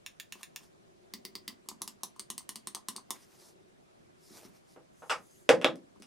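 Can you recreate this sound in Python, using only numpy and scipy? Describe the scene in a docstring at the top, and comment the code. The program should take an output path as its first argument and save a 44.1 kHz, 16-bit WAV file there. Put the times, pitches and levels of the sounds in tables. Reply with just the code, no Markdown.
"""Buttons of a computer mouse click on a cloth pad in a small quiet room, over steady noise and faint hum.
Thumb button, wheel, top button and main button snap in turn, each a chatter into its own ring, with soft
finger taps and skin brushing; then the hand brushes the shell more, a thin hiss slides as of cloth, and
the mouse is set down in knocks that ring the desk modes. Snaps, taps and knocks excite a decaying room."""
import sys
import numpy as np
from scipy import signal
from scipy.fft import rfft, irfft
from scipy.io import wavfile
from scipy.ndimage import uniform_filter1d

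SR = 44100
rng = np.random.default_rng(int(sys.argv[2]) if len(sys.argv) > 2 else 0)


def master(y):
    """Save y as 16-bit WAV."""
    cut = np.clip(np.atleast_2d(y).T, -1, 1)
    pcm = np.round(cut * 32767)  # scale
    wavfile.write(sys.argv[1], SR, pcm.astype(np.int16))


N = 267245

# Steady room and microphone noise: (frequency [Hz], relative density [dB per Hz])
AIR_TONE = [(15, -77), (25, -35), (70, -25), (118, -3), (142, -3), (208, -7), (232, -17.5), (389, -2),
            (457, -15), (651, -7.5), (766, -15.5), (3910, -28.5), (12000, -33.5), (14400, -37),
            (15400, -65) ]
AIR_LEVEL_DB = -61.5
# Left-right likeness of that noise: (frequency [Hz], correlation [-1 to 1, clipped])
AIR_LIKENESS = [(60, 0.06), (150, -0.21), (380, -0.72), (950, -0.71), (2380, -0.32), (5980, 0.13),
                (15000, -1.2)]
# Faint fuzzy hum, swelling and fading: (time [s], level [dB])
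HUM_LEVEL = [(0.3, -91), (0.84, -68.5), (1.7, -70.5), (1.86, -76), (2.92, -84), (3.55, -65), (3.94, -77.5),
             (4.34, -67.5), (4.88, -88), (5.1, -87), (5.49, -63)]
# Decay of the room tail: (frequency [Hz], t60 [s])
ROOM_T60 = [(200, 0.44), (500, 0.22), (1200, 0.18), (3000, 0.16), (8000, 0.14), (15000, 0.12)]
# Reflections from arm, screen and wall near the pad: (delay [ms], level [dB])
ECHOES = [(2.2, -10), (5.5, -4), (9.5, -12), (13.5, -12)]

# Brushing, bright part: (frequency [Hz], relative density [dB per Hz])
BRUSH_TONE = [(1180, -69), (2000, -11), (3010, -35), (3140, -9), (5120, -0.5), (7700, -6), (9830, -4.5),
              (14800, -17), (16000, -70)]
# Brushing, dull part: (frequency [Hz], relative density [dB per Hz])
BRUSH_DULL = [(150, -35), (300, 2), (700, 4), (1800, -1.5), (3000, -3.5), (5000, -16), (14800, -10),
              (15700, -50) ]
# Strokes of skin over plastic and cloth:
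# (full from [s], full until [s], level [dB], dull part against bright [dB])
STROKES = [(0.413, 0.412, -63.5, 0.5), (0.637, 0.646, -66.5, 0.5), (3.157, 3.156, -64.5, 5),
           (3.222, 3.235, -64, -6.5), (3.311, 3.357, -72, 3), (3.41, 3.492, -62, -6),
           (4.234, 4.356, -65.5, -12), (4.378, 4.361, -55, -1), (4.446, 4.46, -63, 3.5),
           (4.567, 4.567, -68, -1), (4.696, 4.738, -70, -14)]
SWELL_DB_PER_S, FADE_DB_PER_S = 286, 370
# Thin steady hiss, as of a slide over cloth: (time [s], level [dB])
SLIDE_LEVEL = [(4.93, -80), (5.018, -67.5), (5.188, -70), (5.408, -66), (5.48, -78)]
# Its spectrum: (frequency [Hz], relative density [dB per Hz])
SLIDE_TONE = [(2060, -53), (3500, -15), (4330, -20), (5110, -8.5), (5660, -23), (6200, -2), (6430, -5.5),
              (8110, -11), (10300, -9), (11500, -11), (15000, -29)]

# Mouse and hand knocks on the desk: (time [s], peak of the desk ring [dB],
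# brightness [dB per octave above 1 kHz], weight [dB per octave below 1 kHz],
# scuff above 4 kHz [dB], rattle decay [ms], room send [dB])
KNOCKS = [(4.762, -43, -12.5, 4.5, 2, 4.8, 2.5), (5.021, -40.5, -12.5, -11.5, -3, 10.4, 3.5),
          (5.096, -23.5, -4, -18, 12.5, 15.9, 8), (5.491, -5.5, -1.5, -2, 6, 3.8, 1.5),
          (5.614, -27.5, -2.5, -3.5, 7, 1.8, 4), (5.6446, -7, -0.5, 2, 1, 2.8, -2.5),
          (5.757, -41.5, 8, -9, 20, 1.6, -3.5), (6.022, -34, 4, -9, 9, 1.3, 0)]
# Desk top modes: (frequency [Hz], width [Hz], level [dB])
DESK = [(270, 60, -14), (360, 90, -5), (520, 120, 0), (620, 100, -6), (790, 170, -8), (1000, 220, -12),
        (1230, 260, -9), (1510, 280, -13), (1820, 330, -12), (2210, 350, -13), (2690, 500, -10),
        (3380, 820, -16), (5080, 1120, -25), (6410, 1260, -32), (8030, 1700, -33), (10010, 1650, -35),
        (12900, 1270, -46)]
# Hard feet and rim of the mouse: (frequency [Hz], width [Hz], level [dB])
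EDGE_RING = [(1920, 600, -1), (2570, 600, -3.5), (3350, 810, -6)]
CRACK_DB = -4  # crack against the blow
CRACK_DULLS = 1.43  # crack dB lost per dB an octave of brightness, of either sign

# Switch rings, one table per switch and stroke: (frequency [Hz], width [Hz], level [dB])
THUMB_RING = [(1740, 190, -3), (2280, 400, -7), (2710, 380, 0), (3460, 350, -3), (3850, 580, -5),
              (4610, 770, -10), (5610, 600, -7), (6810, 760, -3), (9480, 1600, -9), (12520, 940, -18),
              (14040, 1890, -10)]
WHEEL_RING = [(2080, 350, -4), (3090, 840, -10), (3660, 490, -9), (4760, 680, 0), (5840, 740, -8),
              (6640, 650, -13), (8250, 1510, -11), (9960, 750, -15), (10980, 1910, -13), (14890, 1190, -10)]
TOP_DOWN_RING = [(2090, 500, -13), (2810, 430, -9), (3430, 860, -8), (4540, 660, -4), (5170, 600, -4),
                 (6830, 1290, 0), (8130, 690, 0), (9360, 710, -15), (10520, 3180, -11), (11320, 3580, -12)]
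TOP_UP_RING = [(1640, 270, -19), (2050, 200, -19), (2600, 760, -18), (4020, 810, -4), (5950, 720, 0),
               (7210, 660, -9), (7910, 930, -9), (10400, 1170, 0), (13500, 2220, -15)]
MAIN_DOWN_RING = [(2050, 370, -9), (2450, 180, -15), (3010, 290, -6), (3420, 600, -10), (4560, 810, 0),
                  (6150, 790, -1), (8720, 1600, 1), (11150, 830, -9), (14410, 1430, -14)]
MAIN_UP_RING = [(1930, 380, -9), (2970, 310, -4), (3570, 480, -6), (4200, 650, -6), (5540, 730, -3),
                (6620, 820, -2), (8700, 1230, 0), (10610, 1200, -3), (13420, 1580, -11)]
# Mouse shell modes: (frequency [Hz], width [Hz], level [dB])
SHELL = [(740, 160, -15), (930, 140, -8), (1055, 90, 0), (1180, 120, -5)]
# Desk top under the pad: (frequency [Hz], width [Hz], level [dB])
THUD = [(218, 50, 0), (285, 60, -3), (385, 80, -6)]
# Seat of each switch in the shell, for a usual snap:
# switch and stroke: (ring table, shell ring [dB], thud [dB], left over right [dB])
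SWITCHES = {"thumb": (THUMB_RING, -43, -60, -1.8), "wheel": (WHEEL_RING, -39, -41, -.1),
            "top down": (TOP_DOWN_RING, -35, -47, .1), "top up": (TOP_UP_RING, -41, -49, .2),
            "main down": (MAIN_DOWN_RING, -43, -47.5, .1), "main up": (MAIN_UP_RING, -41.5, -45.5, .1)}
# Switch snaps: (time [s], switch and stroke, snap peak [dB])
CLICKS = [(0.062, "thumb", -27.5), (0.1989, "thumb", -28), (0.3228, "thumb", -28), (0.431, "thumb", -28),
          (0.5602, "thumb", -27), (1.1369, "wheel", -26.5), (1.2507, "wheel", -28),
          (1.3528, "wheel", -26.5), (1.4783, "wheel", -26.5), (1.6871, "top down", -26),
          (1.8181, "top up", -22), (1.8766, "top down", -26.5), (2.0332, "top up", -21),
          (2.1947, "main down", -25), (2.3015, "main up", -23), (2.379, "main down", -25),
          (2.4908, "main up", -24), (2.5571, "main down", -25), (2.6713, "main up", -23),
          (2.7477, "main down", -22), (2.8847, "main up", -21.5), (2.9625, "main down", -25.5),
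          (3.1055, "main up", -20)]
# Soft finger contacts and button travel, no snap: (time [s], shell ring [dB], thud [dB], tick [dB])
TAPS = [(0.354, -49.5, -51.5, -51), (0.409, -50, -70, -64), (0.608, -57, -57, -69), (1.502, -49, -73, -49),
        (1.66, -59, -55, -59), (1.714, -41.5, -46.5, -47), (1.811, -52.5, -46, -60), (2.009, -60, -60, -61),
        (2.162, -50, -67, -49), (2.406, -49, -82, -68), (2.767, -38, -59, -50), (2.958, -43.5, -49, -52),
        (2.981, -41, -69, -72), (3.098, -55, -64, -67), (4.306, -85, -48, -54), (4.45, -55, -44, -67),
        (5.96, -56, -54, -62), (6, -67.5, -47, -52.5)]
USUAL_SNAP_DB = -24
SHELL_GROWS, THUD_GROWS = 2.5, 0.96  # dB per dB that a snap is harder than usual
SNAP_MS, SNAP_CHATTER_DB = 2.32, 18
BODY_SEND_DB = -1  # low ring into the room, against the snap
BUTTON_ROOM_DB = -5
BAND_LIMIT_HZ = 16700


def gain_of(db):
    """Decibels to an amplitude factor."""
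    return 10 ** (np.asarray(db) / 20)


def evened(x):
    """Scales to rms 1."""
    return x / np.sqrt(np.mean(x ** 2) + 1e-20)


def peaked(x):
    """Scales to peak 1."""
    return x / (abs(x).max() + 1e-20)


def read(points, hz):
    """Interpolates a table over log frequency."""
    f, value = np.transpose(points)
    return np.interp(np.log(hz + 1), np.log(f + 1), value)


def curve(rows):
    """Gain in time from (time [s], level [dB]) rows, silent outside them."""
    s, db = np.transpose(rows)
    return gain_of(np.interp(np.arange(N) / SR, s, db, left=-200, right=-200))


def add(mix, s, sound):
    """Mixes a sound in at s seconds, cut at the end."""
    part = mix[..., round(s * SR):][..., :sound.shape[-1]]
    part += sound[..., :part.shape[-1]]


def noise(tone, same=None, patchy_db=0., likeness=0.91):
    """Stereo noise of rms 1: random short-time spectra with drifting patches."""
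    frames, hz = N // 128 + 5, np.fft.rfftfreq(512, 1 / SR)
    a, b, c, d, patches = rng.standard_normal((frames, 257, 5)).T
    patches = uniform_filter1d(patches, size=8, axis=0)
    patches = evened(uniform_filter1d(patches, size=10, axis=1))
    like = np.clip(read(same, hz)[:, None] if same else likeness, -1, 1)
    left = a + 1j * b
    right = like * left + np.sqrt(1 - like ** 2) * (c + 1j * d)
    z = np.array([left, right]) * gain_of(read(tone, hz)[:, None] + patchy_db * patches)
    return evened(signal.istft(z, nperseg=512, noverlap=384)[1][:, :N])


def ring(modes):
    """Spectrum of a causal ring: steep-sided resonances, shared out a little differently at every blow."""
    hz, width_hz, db = np.transpose(modes)[:, :, None]
    db = db + 2.0 * rng.standard_normal(db.shape)
    width_hz = np.maximum(width_hz, .075 * hz)  # plastic and wood lose a share of energy per cycle
    off = 2 * (np.fft.rfftfreq(8192, 1 / SR) - hz) / width_hz
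    power = (gain_of(2 * db) / (1 + off ** 2) ** 1.5).sum(0)
    cepstrum = irfft(np.log(power + 1e-9) / 2)
    cepstrum[1:4096] *= 2  # folded cepstrum: least-delay phase
    return np.exp(rfft(cepstrum[:4097], 8192))


def blow(decay_ms, chatter_db):
    """Spectrum of a contact: half a millisecond of build-up, one firm push, then decaying chatter."""
    push_at = 24
    t_ms = (np.arange(8192) - push_at) / SR * 1000
    fade = np.exp(np.where(t_ms < 0, t_ms / .2, -t_ms / decay_ms))
    push = gain_of(chatter_db) * rng.standard_normal(8192) * fade
    push[push_at] = 1
    z = rfft(push)
    flat = irfft(z / abs(z))  # even spectrum, so the modes set the tone
    return rfft(flat * np.sqrt(fade))


def struck(modes, db, decay_ms, chatter_db=-12.):
    """A blow into a set of modes, with its peak at db."""
    return gain_of(db) * peaked(irfft(blow(decay_ms, chatter_db) * ring(modes))[:6000])


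def body(shell_db, thud_db):
    """The shell rings near 1 kHz and the desk top answers low."""
    shell = struck(SHELL, shell_db, decay_ms=.8, chatter_db=-25.)
    return shell + struck(THUD, thud_db, decay_ms=1.5, chatter_db=-25.)


def room(x, likeness, echoes=()):
    """Any early echoes, and a dense stereo tail whose bands die at their own speeds."""
    taps = rng.standard_normal((2, SR // 2))
    taps[1] = likeness * taps[0] + np.sqrt(1 - likeness ** 2) * taps[1]
    hz, t, z = signal.stft(taps, SR, nperseg=256)
    decay_db = -60 * t / read(ROOM_T60, hz)[:, None]
    tail = signal.istft(z * gain_of(decay_db), SR, nperseg=256)[1]
    tail *= 1 - np.exp(-(np.arange(tail.shape[1]) / (.004 * SR)) ** 2)  # build-up over 4 ms
    tail /= np.linalg.norm(tail[0])
    for ms, db in echoes:
        tail[:, round(ms * SR / 1000)] += gain_of(db)
    return signal.fftconvolve(x[None], tail, axes=1)[:, :N]


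def air():
    """Steady room and microphone noise, plus hum: noise through a narrow resonance at 365 Hz."""
    t = np.arange(1500) / SR
    resonance = np.exp(-np.pi * 60 * t) * t * np.sin(2 * np.pi * 365 * t)
    hum = signal.fftconvolve(rng.standard_normal(N), resonance)[:N]
    steady = gain_of(AIR_LEVEL_DB) * noise(AIR_TONE, same=AIR_LIKENESS, patchy_db=-1.5)
    return steady + curve(HUM_LEVEL) * evened(hum)


def stroke(start_s, end_s, db):
    """Gain of one stroke: swells, holds and fades, straight in dB."""
    range_db = 50
    end_s = max(start_s, end_s)
    return curve([(start_s - range_db / SWELL_DB_PER_S, db - range_db), (start_s, db), (end_s, db),
                  (end_s + range_db / FADE_DB_PER_S, db - range_db)])


def rubbing():
    """Skin on plastic and cloth: grainy hiss, duller where it presses; and the steady hiss of a slide."""
    grain_db = 1.3 * evened(uniform_filter1d(rng.standard_normal(N), size=150))
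    bright, dull = noise(BRUSH_TONE, patchy_db=-2.0), noise(BRUSH_DULL, patchy_db=3.0)
    brush = np.zeros((2, N))
    for start_s, end_s, db, dull_db in STROKES:
        brush += stroke(start_s, end_s, db) * (bright + gain_of(dull_db) * dull)
    slide = curve(SLIDE_LEVEL) * noise(SLIDE_TONE, patchy_db=2.5)
    return gain_of(grain_db) * brush + slide


def knocks():
    """Blows ring one desk: hard edges favour high modes, heavy flat landings low ones; a short crack is added."""
    dry, wet = np.zeros(N), np.zeros(N)
    hz, width_hz, mode_db = np.transpose(DESK)
    octaves = np.log2(hz / 1000)
    for s, db, bright_db, weight_db, scuff_db, rattle_ms, room_db in KNOCKS:
        tilt_db = bright_db * np.maximum(octaves, 0) - weight_db * np.minimum(octaves, 0)
        tilt_db += scuff_db * (octaves > 2)
        desk = struck(np.transpose([hz, width_hz, mode_db + tilt_db]), db, rattle_ms)
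        crack_db = db + CRACK_DB - CRACK_DULLS * abs(bright_db)
        crack = struck(EDGE_RING, crack_db, decay_ms=1.7, chatter_db=0.1)
        add(dry, s, desk + crack)
        add(wet, s, gain_of(room_db) * desk)
    return dry + room(wet, likeness=0.74)


def buttons():
    """A spring leaf snaps over: chatter of a few milliseconds rings switch, shell and desk; taps only tick."""
    dry = np.zeros((2, N))
    wet = np.zeros((3, N))  # the hand shifts: blows take turns among three paths into the room
    for k, (s, switch, snap_db) in enumerate(CLICKS):
        modes, shell_db, thud_db, pan_db = SWITCHES[switch]
        harder_db = snap_db - USUAL_SNAP_DB
        snap = struck(modes, snap_db, SNAP_MS, SNAP_CHATTER_DB)
        low = body(shell_db + SHELL_GROWS * harder_db, thud_db + THUD_GROWS * harder_db)
        add(dry, s, (snap + low) * gain_of([[pan_db / 2], [-pan_db / 2]]))
        add(wet[k % 3], s, snap + gain_of(BODY_SEND_DB) * low)
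    for k, (s, shell_db, thud_db, tick_db) in enumerate(TAPS):
        tick = struck(MAIN_DOWN_RING, tick_db, decay_ms=13.0, chatter_db=-22.0)
        low = body(shell_db, thud_db)
        add(dry, s, (tick + low)[None])
        add(wet[k % 3], s, tick + gain_of(BODY_SEND_DB) * low)
    reverb = sum(room(path, likeness=0.57, echoes=ECHOES) for path in wet)
    return dry + gain_of(BUTTON_ROOM_DB) * reverb


def scene():
    """Sums all sources; small objects radiate no deep bass, so blows are high-passed at 140 Hz."""
    no_bass = signal.butter(4, 140, "high", fs=SR, output="sos")
    return air() + rubbing() + signal.sosfilt(no_bass, knocks() + buttons())


def record(dry):
    """Low-passes at the band limit with a linear-phase filter."""
    lowpass = signal.firwin(511, BAND_LIMIT_HZ, window=("kaiser", 9), fs=SR)
    return signal.oaconvolve(dry, lowpass[None], "same")


dry = scene()
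out = record(dry)
master(out)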